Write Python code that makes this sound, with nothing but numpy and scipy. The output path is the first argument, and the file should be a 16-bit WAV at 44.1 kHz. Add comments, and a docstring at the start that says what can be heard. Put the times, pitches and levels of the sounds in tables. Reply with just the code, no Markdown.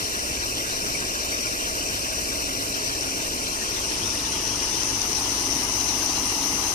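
"""A dense rush of spray over the drone of motors and gears: paddle wheel aerators on a fish pond, some way off.
Spray is noise, drops and ringing bubbles, made uneven in time and pitch; motors and gears are wavering sines.
A hand-held phone with a microphone at each end turns slowly towards them: colour, lag and likeness of the
channels change. A few close drops splat during the turn; near the end the gear lines sink."""
import sys
import numpy as np
from scipy import signal
from scipy.fft import rfft, irfft, next_fast_len
from scipy.io import wavfile
from scipy.ndimage import map_coordinates

SR = 44100
rng = np.random.default_rng(int(sys.argv[2]) if len(sys.argv) > 2 else 0)


def transcribe(signal):
    """Save signal, clipped to [-1, 1], as a 16-bit WAV file at the path in sys.argv[1]."""
    frames = np.atleast_2d(signal).T
    limited = np.clip(frames, -1, 1)
    pcm = np.round(limited * 32767).astype(np.int16)
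    wavfile.write(sys.argv[1], SR, pcm)


N = 297234
T_S = np.arange(N) / SR


def from_db(db):
    """Decibels to amplitude gain."""
    return 10 ** (np.asarray(db) / 20)


def at_hz(points, hz, column=1):
    """Table column interpolated over log frequency."""
    table = np.array(points)
    return np.interp(np.log(hz), np.log(table[:, 0]), table[:, column])


def drift(corner_hz):
    """Slow chance: noise at every 40th sample through a double one-pole low-pass; spread 1."""
    r = np.exp(-2 * np.pi * corner_hz * 40 / SR)
    noise = rng.standard_normal(N // 40 + 2002)
    slow = signal.lfilter([1], [1, -2 * r, r * r], noise)[2000:]
    slow = (slow - slow.mean()) / slow.std()
    return np.interp(np.arange(N) / 40, np.arange(len(slow)), slow)


def patches(corner_hz, hz, frames, step_s):
    """Slow chance over time, independent in every sixth of an octave; spread 1."""
    r = np.exp(-2 * np.pi * corner_hz * step_s)
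    noise = rng.standard_normal((60, frames + 200))
    slow = signal.lfilter([1], [1, -2 * r, r * r], noise)[:, 200:]
    row = np.clip(6 * np.log2(hz / 30), 0, 59).astype(int)
    return (slow / slow.std())[row]


def colour(x, gain):
    """Filters x by a complex gain(Hz)."""
    size = next_fast_len(N)
    hz = np.maximum(np.arange(size // 2 + 1) * SR / size, 1)
    return irfft(rfft(x, size) * gain(hz), size)[..., :N]


def delayed(x, lag_ms):
    """Reads x later by a lag that may change."""
    return map_coordinates(x, [np.arange(N) - lag_ms * SR / 1000 + np.zeros(N)], order=3, mode="nearest")


# course of the turn, 0 away to 1 facing: t/s, share/1
TURN = [(0, 0.02), (2.0, 0), (2.9, 0.02), (3.4, 0.09), (3.9, 0.31), (4.4, 0.48), (4.9, .66), (5.5, .78),
        (6.1, 0.82), (6.74, 0.89)]


def turn():
    """Share of the turn, sample by sample."""
    return np.interp(T_S, *np.transpose(TURN))


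def random_hits(rate_hz, mean_db):
    """Impulses at random moments and signs in three streams; dB sizes exponential, capped at 5 means."""
    sizes = from_db(mean_db * np.minimum(rng.exponential(1, (3, N)), 5))
    return sizes * rng.choice([-1, 1], (3, N)) * (rng.random((3, N)) < rate_hz / SR)


BUBBLES_PER_S, BUBBLE_CYCLES = 900, 27  # per stream; cycles to -60 dB
BUBBLE_SHARE = 0.16  # power, relative to the flat rush in the bubble band
BUBBLE_LOW_HZ, BUBBLE_HIGH_HZ = 684, 5320


def bubbles():
    """Trapped air bursts at random and rings at 18 pitches over about three octaves, each stream its own."""
    hits = random_hits(BUBBLES_PER_S, 1.9)
    dealt, out = rng.integers(0, 18, (3, N)), 0
    for k, hz in enumerate(np.geomspace(BUBBLE_LOW_HZ, BUBBLE_HIGH_HZ, 18)):
        r, w = from_db(-60 * hz / BUBBLE_CYCLES / SR), 2 * np.pi * hz / SR
        struck = hits * (dealt == k) + 1e-18  # offset avoids denormals
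        out = out + w * signal.lfilter([0, np.sin(w)], [1, -2 * r * np.cos(w), r * r], struck)
    band_share = (BUBBLE_HIGH_HZ - BUBBLE_LOW_HZ) * 2 / SR
    return np.sqrt(BUBBLE_SHARE * band_share) * out / out.std()


DROPS_PER_S, DROP_SHARE = 3000, 0.011  # per stream; share of noise-plus-drops power


def flat_water():
    """Noise, drop impulses and bubbles in three independent streams."""
    drops = random_hits(DROPS_PER_S, 4.0)
    noise = np.sqrt(1 - DROP_SHARE) * rng.standard_normal((3, N))
    return noise + np.sqrt(DROP_SHARE) * drops / drops.std() + bubbles()


# unevenness of the rush, last column for the unshared streams when away:
# f/Hz, surge spread/dB, paddle beat/dB, quick level change spread/dB
UNEVEN = [(200, 2, 2, 1.0), (700, 0.8, 0.5, 3.5), (1380, 2.5, 2, 4), (2710, 1.5, 0.5, 5.5),
          (3500, 2.5, 1.5, 5.5), (5100, 1.15, 0.3, 0.9), (9200, 1.62, 0.3, 0.27), (14000, 2, 1, 0.5)]
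PADDLES_PER_S, ODD_BLADE_SHARE = 14.0, 0.43  # mean rate; every second blade throws more water
SURGE_CORNER_HZ, QUICK_CORNER_HZ = 16.8, 12.7


def rush(turned):
    """Three streams (common, left only, right only), uneven in patches of time and pitch."""
    flat = flat_water()
    hz, s, cells = signal.stft(flat, SR, nperseg=512)
    hz = np.maximum(hz, 30)
    surge_db, beat_db, quick_db = (at_hz(UNEVEN, hz, column=k)[:, None] for k in (1, 2, 3))
    surges_db = np.array([surge_db * patches(SURGE_CORNER_HZ, hz, len(s), s[1]) for _ in flat])

    # the paddle rate wanders a little
    strikes = np.interp(s, T_S, np.cumsum(PADDLES_PER_S + 0.38 * drift(0.34)) / SR)
    # the beat has a random phase in each half octave
    offsets = rng.random(24)[(2 * np.log2(hz / 30)).astype(int), None]
    stroke = strikes + offsets
    beat = np.sin(2 * np.pi * stroke) + ODD_BLADE_SHARE * np.sin(np.pi * stroke)

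    # quick patchy level changes in the unshared streams, fading over the turn
    quick_db = quick_db * (1 - np.interp(s, T_S, turned))
    mean_db = quick_db ** 2 * np.log(10) / 20  # keeps mean power
    cells[1:] *= from_db(quick_db * patches(QUICK_CORNER_HZ, hz, len(s), s[1]) - mean_db)
    cells = cells * from_db(surges_db + beat_db * beat)
    return signal.istft(cells, SR, nperseg=512)[1][:, :N]


# further phase between the channels in the treble: f/Hz, phase/rad
TREBLE_PHASE = [(4300, -0.021), (5000, -0.7), (5900, -0.1), (6200, -2), (6800, -3), (7200, 0.65),
                (8000, 1.5)]
FLIP_SHARPNESS, FIRST_FLIP_HZ = 2.7, 70  # abruptness of the band edges; width of the first


def channel_phase(hz, lag_ms, first_hz, band_hz):
    """Phase between the channels: a delay in the bass, then alternately opposite and in-phase bands."""
    bands = np.clip((hz - first_hz) / band_hz - .5, 0, 3)
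    flip = np.sin(np.pi * bands) ** 2
    steps = np.round(bands) + .5 * np.sign(np.sin(2 * np.pi * bands)) * flip ** FLIP_SHARPNESS
    banded = .5 + .5 * np.tanh((hz - first_hz) / FIRST_FLIP_HZ)
    delay_phase = 2 * np.pi * hz * lag_ms / 1000
    return (1 - banded) * delay_phase + banded * np.pi * (1 + steps) + at_hz(TREBLE_PHASE, hz)


# rows away, half turned, facing: right bass lag/ms, first opposite-phase band start/Hz, band width/Hz
BEARINGS = [(0.36, 1210, 933), (0.24, 1360, 910), (0.033, 1540, 690)]
# churned water in the bass, before turn gain and ports: f/Hz, level/dB per Hz
CHURN = [(15, -74), (45, -71), (80, -67), (110, -65.5), (170, -69), (230, -66), (280, -61.5), (350, -64)]
# spray at each microphone by bearing, likewise: f/Hz, level/dB per Hz
LEFT_AWAY = [(450, -63), (540, -69), (640, -62.5), (760, -71), (1000, -72), (1280, -69.5), (1700, -68),
             (2170, -74), (2360, -65), (2900, -70), (3500, -73), (3990, -74), (4360, -68), (4800, -74),
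             (5190, -69), (6900, -79), (7500, -80), (8030, -85), (9560, -82), (13560, -91), (14800, -86)]
LEFT_HALF = [(450, -65.5), (490, -73), (640, -68.5), (760, -71.5), (900, -65), (1530, -80.5), (1990, -70),
             (2170, -75), (2580, -66.5), (3660, -69.5), (4400, -70), (4800, -68), (5200, -68.5),
             (6180, -69.5), (7400, -78), (8200, -80), (8760, -83), (11390, -79.5), (14800, -88)]
LEFT_FACING = [(450, -64), (540, -75), (640, -63.5), (1400, -71), (2000, -65), (2400, -71.5), (2750, -63),
               (3500, -75), (4050, -69), (4600, -69), (5660, -67.5), (6200, -64.5), (7360, -79),
               (8760, -79), (12430, -76.5), (13560, -89), (14800, -89)]
RIGHT_AWAY = [(450, -65), (640, -63.5), (830, -72), (990, -69), (1280, -69.5), (1530, -69.5), (2580, -67.5),
              (3500, -71.5), (5190, -74.5), (6740, -71.5), (11390, -80), (13560, -75), (14800, -78)]
RIGHT_HALF = [(450, -66), (700, -70), (760, -74), (830, -64.5), (990, -67), (1180, -67.5), (2170, -71),
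              (2580, -69), (4360, -76), (6180, -70.5), (8030, -80.5), (8760, -74), (12430, -82.5),
              (14800, -83.5)]
RIGHT_FACING = [(450, -69), (580, -67), (640, -69), (760, -65), (830, -61.5), (1180, -65.5), (1400, -71.5),
                (1820, -73), (3660, -74.5), (5660, -71), (8030, -79), (8760, -73.5), (12430, -78),
                (14800, -74)]
# power share of the rush common to both channels, by bearing: f/Hz, share/1
COMMON_AWAY = [(30, 0.8), (60, 0.93), (350, 1), (750, 0.73), (1000, .85), (1300, 0.9), (1750, 0.86),
               (2120, .35), (2400, 0.45), (2750, 1), (3040, 0.7), (3300, 1), (3600, .94), (3920, 0.37),
               (4250, .5), (5000, 0.25), (5600, 0.33), (6050, 0.34), (6550, 0.56), (7000, 0), (7500, 0.35),
               (8300, .1)]
COMMON_HALF = [(30, 0.96), (60, 1), (350, 0.93), (750, 0.68), (950, 0.67), (1500, 0.63), (2200, .1),
               (2600, 1), (2800, 0.75), (3150, 0.18), (3650, 0.3), (4000, 0.17), (4400, 0.27), (5000, .1),
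               (7000, 0.076), (7500, 0.28), (8300, .05)]
COMMON_FACING = [(30, 0.95), (60, 1), (350, 1), (600, .86), (900, 0.99), (1200, 0.74), (1500, .1),
                 (1850, 1), (2300, 0.068), (2700, 0.24), (3100, .2), (3500, 0.26), (4000, .1), (7000, .02)]


def spray(turned):
    """Each bearing colours and mixes common and unshared streams; the turn fades from one to the next."""
    common, *unshared = rush(turned)
    spectra = [(LEFT_AWAY, LEFT_HALF, LEFT_FACING), (RIGHT_AWAY, RIGHT_HALF, RIGHT_FACING)]
    shares = (COMMON_AWAY, COMMON_HALF, COMMON_FACING)
    out = np.zeros((2, N))
    for side in range(2):
        for k in range(3):
            def gain(f):
                """Rows: common and unshared stream."""
                share = np.clip(at_hz(shares[k], f), 0, 1)
                level = from_db(at_hz(CHURN + spectra[side][k], f))
                mix = np.sqrt(SR / 2 * np.array([share, 1 - share]))
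                phase = side * channel_phase(f, *BEARINGS[k])
                return level * mix * [np.exp(-1j * phase), 1 + 0 * f]
            heard = colour([common, unshared[side]], gain).sum(axis=0)
            out[side] += np.clip(1 - np.abs(2 * turned - k), 0, 1) * heard
    return out


# gear lines, away and before wavering: multiple of shaft rate/1, level/dB rms
GEARS = [(11, -51), (12, -56), (13, -52), (14, -57), (15, -54.5), (17, -54), (18, -64.5), (19, -76),
         (20, -66.5), (22, -59), (26, -57), (27, -54.5), (29, -76), (39, -53.5)]
# gain of the gear lines when facing: f/Hz, gain/dB
GEARS_FACING = [(200, 16), (300, 5.5), (400, 1.5), (700, -3), (1000, -3)]
# motor drone, away and before throb: f/Hz, level/dB rms, pitch wander/Hz, throb spread/dB, facing gain/dB
DRONE = [(32.2, -51.5, 0.73, 2.5, -4), (52.2, -47.5, 0.56, 1.8, 2), (66.2, -51, 1.47, 4, 0),
         (100.1, -50.5, 0.26, 2.5, 2.5), (203, -57, 0.87, 0, 7)]
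SHAFT_HZ = 24.65
SWELL_LIMIT = 2.3  # tones dip deeply but swell only this many spreads
EASED_FROM_S, EASED_DB_PER_S = 6, -8  # gear lines sink at the end


def motors(turned):
    """Gear sines on the shaft rate and lower drone sines, wavering in level; gains follow the turn."""
    turns = np.cumsum(SHAFT_HZ + 0.029 * drift(0.357)) / SR
    out = np.zeros(N)
    for order, level_db in GEARS:
        facing_db = at_hz(GEARS_FACING, order * SHAFT_HZ)
        waver_db = 2.5 * np.minimum(drift(3.6), SWELL_LIMIT)
        cycles = order * turns + 0.1 * drift(2.8) + rng.random()
        out += from_db(level_db + facing_db * turned + waver_db) * np.sin(2 * np.pi * cycles)
    out *= from_db(EASED_DB_PER_S * np.maximum(T_S - EASED_FROM_S, 0))
    for hz, level_db, wander_hz, throb_db, facing_db in DRONE:
        cycles = np.cumsum(hz + wander_hz * drift(0.4)) / SR + rng.random()
        waver_db = throb_db * np.minimum(drift(4.9), SWELL_LIMIT)
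        out += from_db(level_db + facing_db * turned + waver_db) * np.sin(2 * np.pi * cycles)
    return np.sqrt(2) * out  # rms to peak


# single close drops, left side before the port: t/s, envelope peak/dB
SPLATS = [(4.8326, -13), (4.856, -18), (5.0158, -20), (5.543, -18), (5.8887, -14), (6.06, -17),
          (6.198, -20)]
SPLAT_HZ, SPLAT_WIDTH_S = 5630, 0.00022


def splats():
    """A drop bursting close by: a bright sine puff under a Gaussian shorter than a millisecond."""
    out = np.zeros(N)
    t = np.arange(300) / SR
    puff = np.exp(-((t - .001) / SPLAT_WIDTH_S) ** 2) * np.sin(2 * np.pi * SPLAT_HZ * t)
    for s, peak_db in SPLATS:
        at = round(s * SR)
        out[at:at + len(t)] += from_db(peak_db) * puff
    return out


FACING_GAIN_DB = 0.76  # the rush gains a little on turning
HAND_ECHO_MS, HAND_ECHO_SHARE, HAND_ECHO_HZ = 0.95, 0.22, 6440  # delay, gain when facing, low-pass corner


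def scene():
    """Bass and motors reach the right microphone late; on turning, the hand reflects into the left one."""
    turned = turn()
    out = from_db(FACING_GAIN_DB * turned) * spray(turned)
    dull = signal.butter(1, HAND_ECHO_HZ, fs=SR)
    out[0] += HAND_ECHO_SHARE * turned * signal.lfilter(*dull, delayed(out[0], HAND_ECHO_MS))
    hum = motors(turned)
    lag_ms = np.interp(2 * turned, range(3), np.transpose(BEARINGS)[0])
    return out + [hum, delayed(hum, lag_ms)] + splats() * from_db([[0], [-3]])


# rows left, right microphone port: f/Hz, width/Hz, lift/dB
PORTS = [(5828, 600, 14.5), (9030, 2280, 8)]
CUTOFF_HZ = 14980


def record(dry):
    """Each port lifts its own resonance; an elliptic low-pass cuts the top."""
    out = []
    for x, (hz, width_hz, lift_db) in zip(dry, PORTS):
        r = np.exp(-np.pi * width_hz / SR)
        poles = [1, -2 * r * np.cos(2 * np.pi * hz / SR), r * r]
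        ring = signal.lfilter(np.array([1, 0, -1]) * (1 - r * r) / 2, poles, x)
        out.append(x + (from_db(lift_db) - 1) * ring)
    return signal.sosfilt(signal.ellip(14, .3, 75, CUTOFF_HZ, fs=SR, output="sos"), out)


dry = scene()
out = record(dry)
transcribe(out)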